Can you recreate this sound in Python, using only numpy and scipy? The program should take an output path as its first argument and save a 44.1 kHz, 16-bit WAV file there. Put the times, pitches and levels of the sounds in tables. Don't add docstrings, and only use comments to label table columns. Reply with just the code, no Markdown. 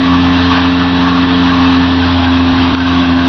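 import sys
import numpy as np
from scipy import signal
from scipy.fft import rfft, irfft, next_fast_len
from scipy.io import wavfile
from scipy.ndimage import uniform_filter1d, map_coordinates

SR = 44100
rng = np.random.default_rng(int(sys.argv[2]) if len(sys.argv) > 2 else 0)


def magnitude_from_level(level_db):
    exponent = np.asarray(level_db, float) / 20
    return 10 ** exponent


def dump_mix(stems):
    frames = np.atleast_2d(stems).T
    limited = np.clip(frames, -1, 1)
    pcm = np.round(limited * 32767).astype(np.int16)
    wavfile.write(sys.argv[1], SR, pcm)


N = 144648
T = np.arange(N) / SR


def unit(x):
    return x / np.sqrt(np.mean(x ** 2) + 1e-20)


def curves(rows):
    s, *cols = np.transpose(rows)
    return [np.interp(T, s, c) for c in cols]


def wobble(rate):
    return map_coordinates(rng.standard_normal(int(N * rate / SR) + 4), [T * rate])


def filtered(x, response):
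    m = next_fast_len(N + 8192)
    spectrum = rfft(x, m) * response(np.fft.rfftfreq(m, 1 / SR))
    return irfft(spectrum, m)[:N]


def shape(points):
    f, db = np.transpose(points)
    return lambda hz: magnitude_from_level(np.interp(np.log(hz + 1), np.log(f + 1), db))


def body(peaks):
    def response(f):
        total = 0
        for k, (centre, width, db) in enumerate(peaks):
            mode = 1j * f * width / (centre * centre - f * f + 1j * f * width)
            total = total + (-1) ** k * magnitude_from_level(db) * mode
        return total
    return response


def patchy(depth_db):
    z = signal.stft(rng.standard_normal(N), nperseg=512)[2]
    field = uniform_filter1d(rng.standard_normal(z.shape), size=5, axis=0)
    field = uniform_filter1d(field, size=10, axis=1)
    return signal.istft(z * magnitude_from_level(depth_db * unit(field)), nperseg=512)[1][:N]


def shakes(rows, peaks):
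    shake = sum(magnitude_from_level(db) * np.exp(-2 * ((T - s) / (.5 * length)) ** 2) for s, length, db in rows)
    return shake * unit(filtered(rng.standard_normal(N), body(peaks)))


# (frequency [Hz], density [dB per Hz])
RUMBLE_SPECTRUM = [(20, -14), (60, -6), (130, -2.5), (220, 0.5), (300, -2), (420, -7.5), (500, -13.5),
                   (700, -35.5)]
# (multiple of engine rate, level [dB])
FIRING_ORDERS = [(1, -0.5), (1.22, -12), (2.6, -3)]
ENGINE_HZ, ENGINE_DB, RUMBLE_DB = 111, -33, -24


def tractor():
    phase = 2 * np.pi * ENGINE_HZ * T
    drone = 0
    for k, db in FIRING_ORDERS:
        level = magnitude_from_level(ENGINE_DB + db + 1.8 * wobble(9.1))
        drone = drone + level * np.sin(k * phase + 0.51 * wobble(9.2))
    rumble = unit(filtered(rng.standard_normal(N), shape(RUMBLE_SPECTRUM)))
    return np.sqrt(2) * drone + magnitude_from_level(RUMBLE_DB + 0.94 * wobble(5)) * rumble


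# (frequency [Hz], width [Hz], level [dB])
MESH_BANDS = [(2720, 35, -2), (3280, 50, -3), (3490, 30, -2), (3865, 35, 0)]
MESH_DB = -33


def gears():
    teeth = filtered(patchy(5.7), lambda f: body(MESH_BANDS)(f) ** 2)
    return magnitude_from_level(MESH_DB + 0.78 * wobble(5)) * unit(teeth)


# (time [s], length [s], level [dB])
HOWL_SWELLS = [(.1, .3, -19), (.55, .25, -18.5), (1.1, .35, -19.5), (1.6, .45, -18), (2.45, .25, -28),
               (2.98, .3, -22)]
# (frequency [Hz], width [Hz], level [dB])
GEARBOX_MODES = [(1105, 70, 0), (1175, 60, -4)]


def gearbox():
    return shakes(HOWL_SWELLS, GEARBOX_MODES)


# (time [s], length [s], level [dB])
RATTLE_EVENTS = [
    (.38, 0.043, -25),
    (.56, .1, -21.5),
    (.98, .06, -17.5),
    (1.5, 0.081, -18.5),
    (2.03, 0.055, -20),
    (2.27, 0.073, -21),
    (2.71, .04, -26),
    (2.86, 0.042, -21),
]
# (time [s], length [s], level [dB])
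GUARD_RINGING = [(.45, .2, -28), (2.59, .04, -21), (2.8, .12, -21), (2.93, .12, -23), (3.04, .09, -22),
                 (3.2, .2, -23)]
# (frequency [Hz], width [Hz], level [dB])
GUARD_MODES = [(1545, 55, 0), (1670, 110, -9), (980, 200, -12)]


def guard():
    return shakes(RATTLE_EVENTS, GUARD_MODES) + shakes(GUARD_RINGING, GUARD_MODES[:1])


# (frequency [Hz], density [dB per Hz])
AIR_SPECTRUM = [(400, -36), (520, -27), (600, -8.5), (1000, -4), (1800, -10), (2120, -15), (3800, -10),
                (6700, -36.5)]
# (frequency [Hz], width [Hz], level [dB])
PANEL_MODES = [(827, 140, -6), (1125, 89, -3), (1630, 89, -7.5), (2632, 200, -9.5), (3290, 220, -10.5)]
# (time [s], level [dB])
ROAR_LEVEL = [(0, -18), (.42, -16.5), (.56, -15), (.7, -17), (.9, -17), (1.5, -16.5), (1.9, -17.5),
              (2.1, -16.5), (2.4, -18), (2.56, -16.5), (2.9, -17), (3.1, -18.5), (3.28, -19.5)]
PANEL_DB, CHOP_DEPTH = -4, .06


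def deck(hz):
    level_db, = curves(ROAR_LEVEL)
    air = unit(filtered(patchy(1.3), shape(AIR_SPECTRUM)))
    ring = unit(filtered(patchy(2.4), body(PANEL_MODES)))
    pulse = 1 + CHOP_DEPTH * np.cos(4 * np.pi * np.cumsum(hz) / SR)
    level = magnitude_from_level(level_db + 0.52 * wobble(14) + 0.91 * wobble(34.73))
    return level * pulse * unit(air + magnitude_from_level(PANEL_DB) * ring)


SNAP_S, SNAP_DB, SNAP_T60_S, SNAP_HZ = 2.7495, 0, .02, 1400


def stone():
    t = np.maximum(T - SNAP_S, 0)
    grit_shape = shape([(800, -10), (2000, 0), (4000, -9), (5500, -30)])
    grit = unit(filtered(rng.standard_normal(N), grit_shape))
    decay = magnitude_from_level(SNAP_DB - 60 * t / SNAP_T60_S) * (T > SNAP_S)
    return decay * (.7 * np.sin(2 * np.pi * SNAP_HZ * t) + .4 * grit)


# (time [s], skipped time [s])
LOST_MOMENTS = [
    (2.521, .0038),
    (2.59, .0037),
    (2.725, .0052),
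]
BLEND_S = .007


def tone(phase, hz):
    lost = sum(gap * (T > s) for s, gap in LOST_MOMENTS) * 2 * np.pi * hz
    blend = int(BLEND_S * SR) + 1
    c = uniform_filter1d(np.cos(lost), size=blend)
    s = uniform_filter1d(np.sin(lost), size=blend)
    return c * np.cos(phase) - s * np.sin(phase)


# (multiple of knife rate, level under third order [dB], extra once cutting [dB])
UPPER_ORDERS = [(4.01, -27, 8.5), (5.004, -17.5, -7), (6.014, -31.5, 0), (7.007, -25, 2), (8.02, -25, 4.5),
                (9.97, -23.5, -5.5), (11.9, -22, -2), (20.18, -20, -8.5), (21.53, -26.5, -21), (24, -46, 2)]
SINK_S, SINK_LASTS_S = 1.9, .3
FLUTTER_DB, WANDER_RAD = .8, .05


def knives(hz, levels_db):
    phase = 2 * np.pi * np.cumsum(hz) / SR
    cutting = np.clip((T - SINK_S) / SINK_LASTS_S, 0, 1)
    orders = [(k + 1, db) for k, db in enumerate(levels_db)]
    third_db = levels_db[2].mean()
    for k, db, more in UPPER_ORDERS:
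        orders.append((round(k), third_db + db + more * cutting + 1.5 * wobble(9)))
    total = 0
    for k, db in orders:
        level = (-1) ** (k == 3) * magnitude_from_level(db + FLUTTER_DB * wobble(18))
        total = total + level * tone(k * (phase + WANDER_RAD * wobble(14)), k * hz[-1])
    return np.sqrt(2) * total


# (time [s], knife rate [Hz], first order level [dB], second [dB], third [dB])
KNIFE_ORDERS = [
    (0.0, 88.73, -28, -29, -10), (0.12, 87.85, -18, -15.5, -10), (0.5, 88.2, -19, -21.5, -11.5),
    (1.01, 88.44, -23, -18.5, -12), (1.76, 87.85, -20, -20.5, -9.5), (1.99, 87.78, -18.5, -29.5, -12.5),
    (2.07, 87.55, -16.5, -23, -14.5), (2.21, 87.22, -16.5, -30, -11), (2.48, 87.04, -18, -26, -9.5),
    (2.9, 87.7, -18.5, -22.5, -11.5), (3.008, 87.56, -20.5, -18.5, -10), (3.054, 87.24, -24, -24.5, -12.5),
    (3.096, 86.8, -18, -21.5, -10), (3.186, 86.65, -25.5, -25, -10), (3.22, 87.25, -19, -23.5, -11.5),
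    (3.234, 86.4, -21, -23.5, -10), (3.268, 88.1, -26, -28, -11), (3.28, 88.6, -16.5, -18.5, -7),
]


def scene():
    hz, *levels_db = curves(KNIFE_ORDERS)
    metal = guard() + gearbox() + gears()
    return (knives(hz, levels_db) + deck(hz) + metal + tractor() + stone())[None]


# (start time [s], end time [s])
FULL_TREBLE = [(0, .53), (.67, .75), (1.0, 1.08), (1.14, 1.2), (1.36, 1.47), (1.52, 1.63), (1.66, 1.76),
               (2.89, 3.0), (3.15, 3.22)]


def starved(x):
    block = dict(fs=SR, nperseg=3072, noverlap=1536, window="cosine")
    full_below_hz, sparse_below_hz, keep_db, keep_swing_db = 5900, 6650, 6.3, 1.2
    hz, t, z = signal.stft(x, **block)
    hz = hz[:, None]
    usual = uniform_filter1d(uniform_filter1d(np.abs(z), size=9, axis=0), size=9, axis=1)
    threshold = usual * magnitude_from_level(keep_db + keep_swing_db * rng.standard_normal(len(t)))
    odd = (np.abs(z) > threshold) & (hz < sparse_below_hz)
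    rich = sum((t > a) & (t < b) for a, b in FULL_TREBLE) > 0
    return signal.istft(z * (odd | rich | (hz < full_below_hz)), **block)[1][:N]


# (frequency [Hz], level [dB])
CAMERA_BAND = [(4500, 0.5), (5800, 1.5), (6500, -9.5), (7000, -21), (7400, -56.5), (7800, -120)]
# (time [s], length [s], level [dB])
FIZZ_BURSTS = [(.06, .07, -78), (.32, .06, -68), (.43, .07, -77), (.51, .01, -62), (.7, .06, -70),
               (1.17, .06, -77), (1.42, .06, -71), (1.57, .07, -68), (1.67, .006, -64), (1.72, .06, -74),
               (2.94, .07, -73), (3.18, .05, -80)]
# (frequency [Hz], width [Hz], level [dB])
FIZZ_MODES = [(11500, 7000, 0)]
DUCK_DB, DUCK_RECOVER_S = 9, .065


def roll_off(x):
    return signal.sosfilt(signal.butter(12, 15800, fs=SR, output="sos"), x)


def record(dry):
    t = np.maximum(T - SNAP_S + 0.00038, 0)
    duck_db = DUCK_DB * (1 - np.exp(-t / .002)) * np.exp(-t / DUCK_RECOVER_S)
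    x = dry[0] * magnitude_from_level(-0.41 - duck_db)
    x = x / (1 + np.abs(x / .99) ** 5) ** (1 / 5)
    x = filtered(x, shape(CAMERA_BAND)) - .009
    x = np.clip(x + shakes(FIZZ_BURSTS, FIZZ_MODES), -1, 1)
    return roll_off(starved(x)[None])


dry = scene()
out = record(dry)
dump_mix(out)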